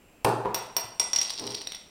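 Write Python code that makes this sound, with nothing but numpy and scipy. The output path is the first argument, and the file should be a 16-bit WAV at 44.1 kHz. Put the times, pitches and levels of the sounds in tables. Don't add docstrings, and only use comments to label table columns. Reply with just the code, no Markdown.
import sys
import numpy as np
from scipy import signal
from scipy.fft import rfft, irfft
from scipy.io import wavfile

SR = 44100
rng = np.random.default_rng(int(sys.argv[2]) if len(sys.argv) > 2 else 0)


def file_out(sig):
    cols = np.atleast_2d(sig).T
    lim = np.clip(cols, -1, 1)
    pcm = np.round(lim * 32767).astype(np.int16)
    wavfile.write(sys.argv[1], SR, pcm)


N = 83790


def undb(db):
    return 10 ** (np.asarray(db) / 20)


def along(points, x):
    positions, values = np.array(points, float).T
    return np.interp(np.log(np.maximum(x, positions[0])), np.log(positions), values)


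def fade(t60, size=N):
    return np.exp(-np.log(1000) * np.arange(size) / SR / t60)


def unit(x):
    return x / np.sqrt(np.sum(x ** 2))


def response(eq, scale=1, size=4096):
    curve_db = along(eq, np.fft.rfftfreq(size, 1 / SR) / scale)
    cepstrum = irfft(curve_db * np.log(10) / 20)
    cepstrum[1:size // 2] *= 2
    cepstrum[size // 2 + 1:] = 0
    return unit(irfft(np.exp(rfft(cepstrum))))


def through(x, impulse):
    return signal.fftconvolve(x, impulse)[:N]


def burst(eq, decay_s, size=8192):
    noise = rng.standard_normal(size) * fade(decay_s, size)
    flat = irfft(np.exp(1j * np.angle(rfft(noise))))
    return unit(through(flat * fade(4 * decay_s, size), response(eq)))


def add(out, s, x):
    i = int(np.clip(s * SR, 0, N - 1))
    out[i:i + len(x)] += x[:N - i]


def ring(modes, size=N // 2):
    t = np.arange(size) / SR
    return sum(undb(db) * fade(t60, size) * np.sin(2 * np.pi * hz * t) for hz, db, t60 in modes)


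# (frequency [Hz], relative level [dB])
AIR_EQ = [(20, -4), (60, -2), (110, -6.5), (220, -2), (400, -7.5), (600, -7.5), (1200, -15.5), (2000, -18),
          (2700, -12.5), (3500, -25.5), (7000, -27), (15000, -28.5)]
AIR_DB, WHINE_HZ, WHINE_DB = -57.5, 7580, -72

def room_tone():
    air = through(rng.standard_normal(N), response(AIR_EQ))
    whine = np.sin(2 * np.pi * WHINE_HZ * np.arange(N) / SR)
    return undb(AIR_DB) * air + undb(WHINE_DB) * whine


# (frequency [Hz], T60 [s])
ROOM_DECAY = [(100, 0.41), (300, 0.46), (800, 0.64), (2000, 0.63), (5000, 0.51), (9000, 0.48),
              (15000, 0.21)]

def room_reverb(build_s=.0058):
    t, hz = np.arange(N) / SR, np.fft.rfftfreq(N, 1 / SR)
    spectrum, tail = rfft(rng.standard_normal(N)), 0
    for centre, t60 in ROOM_DECAY:
        band = along([(f, f == centre) for f, _ in ROOM_DECAY], hz)
        tail = tail + irfft(spectrum * band, N) * fade(t60)
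    return unit(tail * (1 - np.exp(-t / build_s)))


# (time [s], level [dB])
SCUFF_ENVELOPE = [(1.32, -61), (1.38, -57), (1.411, -39.5), (1.449, -42.5), (1.48, -43.5), (1.5, -46.5),
                  (1.539, -50.5), (1.6, -88)]
# (frequency [Hz], relative level [dB])
SCUFF_EQ = [(50, -10.5), (115, 7), (175, -5), (270, 1.5), (420, 3.5), (600, -6.5), (900, -5.5), (1400, -18),
            (4000, -39)]

def bottle_scuff(slip_hz=300):
    slips = np.zeros(N)
    times, levels = np.array(SCUFF_ENVELOPE).T
    s = times[0]
    for gap, strength in rng.uniform(.59, 1.5, (N // 400, 2)):
        add(slips, s, [strength * undb(np.interp(s, times, levels, right=-np.inf))])
        s += gap / slip_hz
    return through(slips, response(SCUFF_EQ)) * np.sqrt(SR / slip_hz)


# (time [s], level [dB])
THUD_HITS = [(0.45, -5.5), (.456, 1), (.465, -7.5)]
# (frequency [Hz], relative level [dB])
THUD_EQ = [(50, -8), (150, -9), (300, 2.5), (460, 8), (700, -4.5), (950, 6), (1400, -12), (3000, -25),
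           (9000, -45), (16000, -50)]
# (frequency [Hz], relative level [dB], T60 [s])
BUMP_RESONANCES = [(112.7, -4, 0.33), (129, -12, 0.3)]
THUD_SEND_DB, BUMP_S, BUMP_DB = -.5, .842, -44

def bottle_thuds(reverb):
    knocks = np.zeros(N)
    for s, db in THUD_HITS:
        add(knocks, s, undb(db) * burst(THUD_EQ, decay_s=.028))
    out = knocks + undb(THUD_SEND_DB) * through(knocks, reverb)
    add(out, BUMP_S, undb(BUMP_DB) * ring(BUMP_RESONANCES))
    return out


CONTACT_PITCHES = [1990, 3510, 4600, 5630, 6380, 7470, 8560, 9310, 10730, 13478, 14220, 15130]
# (relative level [dB], base T60 [s])
CONTACT_RINGS = [(-30.5, 0.27), (-14.5, 0.02), (-24, 0.11), (-3, 0.077), (-25, 0.067), (-28, .1),
                 (-10.5, 0.028), (-16, 0.043), (-21.5, 0.031), (-9.5, 0.034), (-19, .04), (-14.5, 0.016)]
MIDDLE_FROM_HZ, TOP_FROM_HZ = 7000, 10000

def contact_ring(middle_db, top_db, decay_factor):
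    modes = []
    for hz, (db, t60) in zip(CONTACT_PITCHES, CONTACT_RINGS):
        trim_db = top_db if hz > TOP_FROM_HZ else middle_db if hz > MIDDLE_FROM_HZ else 0
        modes.append((hz, db + trim_db, t60 * decay_factor))
    return ring(modes, size=N // 4)


# (frequency [multiple of its pitch], relative level [dB])
TICK_EQ = [(.02, -30.5), (.2, -6.5), (.38, -19), (.55, -10.5), (.95, 1.5), (1.25, 4), (1.5, -14.5),
           (2.2, -20.5), (2.6, -56), (4, -26)]

def tooth_tick(hz, grit_db=-1):
    grit_eq = [(ratio * hz, db) for ratio, db in TICK_EQ]
    out = undb(grit_db) * burst(grit_eq, decay_s=.0029, size=1024)
    add(out, 0, response(TICK_EQ, hz))
    return out


# (time [s], tick level [dB], spread [s], pitch [Hz], ring level [dB])
WOBBLE_HITS = [(1.2976, -19, .001, 3860, -28), (1.305, -14, .002, 4360, -23.5),
               (1.3364, -26, 0.0025, 4640, -35), (1.3421, -43, 0.0008, 4330, -38),
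               (1.386, -16.5, .005, 4100, -50), (1.396, -23.5, 0.0033, 4120, -24.5),
               (1.4408, -20.5, 0.00017, 4200, -54), (1.468, -30, 0.000926, 4220, -25.5),
               (1.475, -14.5, 0.0029, 4200, -34), (1.506, -32, 0.00053, 4250, -29.5),
               (1.519, -24, 0.0026, 4140, -36), (1.5487, -15.5, .002, 3940, -24.5),
               (1.583, -23, .003, 4100, -39), (1.6162, -17, .004, 3860, -31),
               (1.6723, -15.5, 0.00074, 3700, -24.5), (1.7208, -16, 0.00069, 3400, -28),
               (1.7334, -28, 0.00092, 3400, -38), (1.748, -24.5, 0.0046, 3000, -27.5),
               (1.76, -33, .003, 3140, -61)]
# (time [s], tick level [dB])
ROLL_ENVELOPE = [(1.17, -24), (1.25, -18.5), (1.33, -24), (1.42, -31.5), (1.522, -20.5), (1.6, -29),
                 (1.69, -41), (1.77, -28.5)]
RUN_TICKS, RUN_DB = 4, -1.5
TEETH_PER_S, TOOTH_JITTER, TOOTH_PITCH_HZ, TOOTH_RING_DB = 115, .25, 4200, -16.5

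def cap_roll():
    out = np.zeros(N)
    note = contact_ring(middle_db=1, top_db=-12, decay_factor=.61)
    for s, db, spread, hz, ring_db in WOBBLE_HITS:
        add(out, s, undb(ring_db) * note)
        add(out, s, undb(db) * tooth_tick(hz))
        for offset in rng.uniform(-2, 2, RUN_TICKS):
            add(out, s + offset * spread, undb(db + RUN_DB) * tooth_tick(hz))
    times, levels = np.array(ROLL_ENVELOPE).T
    s = times[0]
    for stumble, _ in rng.standard_normal((N // 600, 2)):
        tick = tooth_tick(TOOTH_PITCH_HZ)
        if s < times[-1]:
            gain = undb(np.interp(s, times, levels))
            add(out, s, gain * tick)
            add(out, s, gain * undb(TOOTH_RING_DB) * note)
        s += np.exp(TOOTH_JITTER * stumble) / TEETH_PER_S
    return out


# (time [s], ring [dB], middle trim [dB], top trim [dB], click [dB], knock [dB])
LANDINGS = [(0.545, -20, 1, 3.5, -7, -6), (0.7658, -15, -2, 2, -5.5, -7.5),
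            (0.9972, -11, 1, -14, -1.5, -10), (1.1323, -13, -10.5, -34, -5.5, -16),
            (1.161, -14.5, -3.5, -26, -0.5, -20.5), (1.1869, -13.5, -16, -18, -13, -26.5),
            (1.214, -18, -0.5, -18, -2.5, -21.5), (1.228, -31.5, 8.5, -5, -13.5, -26)]
# (hop length [s], decay time [factor])
HOP_SUSTAIN = [(.03, .85), (.22, 1.35)]
# (frequency [Hz], relative level [dB])
CLICK_EQ = [(300, -47), (1400, -37), (2100, 5.5), (3400, 7.5), (5400, 13.5), (6800, 4), (9000, -1),
            (11000, -10), (15500, -15)]
# (frequency [Hz], relative level [dB])
KNOCK_EQ = [(60, -42), (200, -11), (350, -5), (650, -1.5), (950, 1), (1250, -5), (1700, -11.5), (4000, -12),
            (16000, -44)]
RING_SEND_DB, CLICK_SEND_DB, KNOCK_SEND_DB, KNOCK_DRY_DB = -6, -7.5, 2.5, 1.5
CHOKE_S, WALL_ECHO_S, WALL_ECHO_DB = .003, .0175, -12

def cap_bounces(reverb):
    rings, click, knock = np.zeros((3, N))
    next_times = [row[0] for row in LANDINGS[1:]] + [N / SR]
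    for (s, ring_db, middle_db, top_db, click_db, knock_db), next_s in zip(LANDINGS, next_times):
        note = undb(ring_db) * contact_ring(middle_db, top_db, along(HOP_SUSTAIN, next_s - s))
        since_next_s = np.maximum(s + np.arange(len(note)) / SR - next_s, 0)
        add(rings, s, note * np.exp(-since_next_s / CHOKE_S))
        add(click, s, undb(click_db) * burst(CLICK_EQ, decay_s=.027))
        add(knock, s, undb(knock_db) * burst(KNOCK_EQ, decay_s=.057))
    send = undb(RING_SEND_DB) * rings + undb(CLICK_SEND_DB) * click + undb(KNOCK_SEND_DB) * knock
    out = rings + click + undb(KNOCK_DRY_DB) * knock + through(send, reverb)
    add(out, WALL_ECHO_S, undb(WALL_ECHO_DB) * (rings + click))
    return out


# (time [s], click level [dB], ring level [dB])
SNAP_HITS = [(.2456, -8, -20.5), (.2482, -0.5, -32), (.271, -40, -40), (0.2905, -18, -34)]
# (frequency [Hz], relative level [dB])
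SNAP_EQ = [(300, -11), (1500, -5.5), (2600, 6.5), (3700, -6), (5600, -2), (7000, -16), (9000, -9),
           (11000, -8.5), (15000, -16)]
# (frequency [Hz], relative level [dB], T60 [s])
HELD_CAP_MODES = [(5880, -13.5, .03), (8850, -5, 0.023), (9270, -10.5, 0.037), (13500, -15, .04)]

def opener_snap():
    out = np.zeros(N)
    for s, click_db, ring_db in SNAP_HITS:
        add(out, s, undb(click_db) * burst(SNAP_EQ, decay_s=.027))
        add(out, s, undb(ring_db) * ring(HELD_CAP_MODES))
    return out


# (frequency [Hz], relative level [dB])
POP_EQ = [(40, -54), (85, -26), (160, -17), (260, -9), (400, -5.5), (560, -10.5), (840, -3), (1100, -13),
          (1600, -22), (2800, -39.5), (5000, -37), (16000, -49)]
# (frequency [Hz], level [dB], T60 [s])
POP_RESONANCES = [(117.8, -28, 0.84), (137.4, -35, 0.76), (392, -23, 0.35), (800.6, -24, 0.18),
                  (936, -30, 0.43)]
POP_S, POP_DB, POP_SEND_DB = .2478, 6, 5.5

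def gas_pop(reverb):
    gas, body = np.zeros((2, N))
    add(gas, POP_S, undb(POP_DB) * burst(POP_EQ, decay_s=.045))
    add(body, POP_S, ring(POP_RESONANCES, size=N))
    return gas + body + undb(POP_SEND_DB) * through(gas, reverb)


SNAP_SEND_DB, ROLL_SEND_DB, SCUFF_SEND_DB = -7.5, -7, -1

def scene():
    reverb = room_reverb()
    snap, roll, scuff = opener_snap(), cap_roll(), bottle_scuff()
    send = undb(SNAP_SEND_DB) * snap + undb(ROLL_SEND_DB) * roll + undb(SCUFF_SEND_DB) * scuff
    hits = gas_pop(reverb) + bottle_thuds(reverb) + cap_bounces(reverb)
    return (hits + snap + roll + scuff + through(send, reverb) + room_tone())[None]


def record(dry):
    return signal.sosfilt(signal.ellip(8, .2, 80, 16000, fs=SR, output="sos"), dry)


dry = scene()
out = record(dry)
file_out(out)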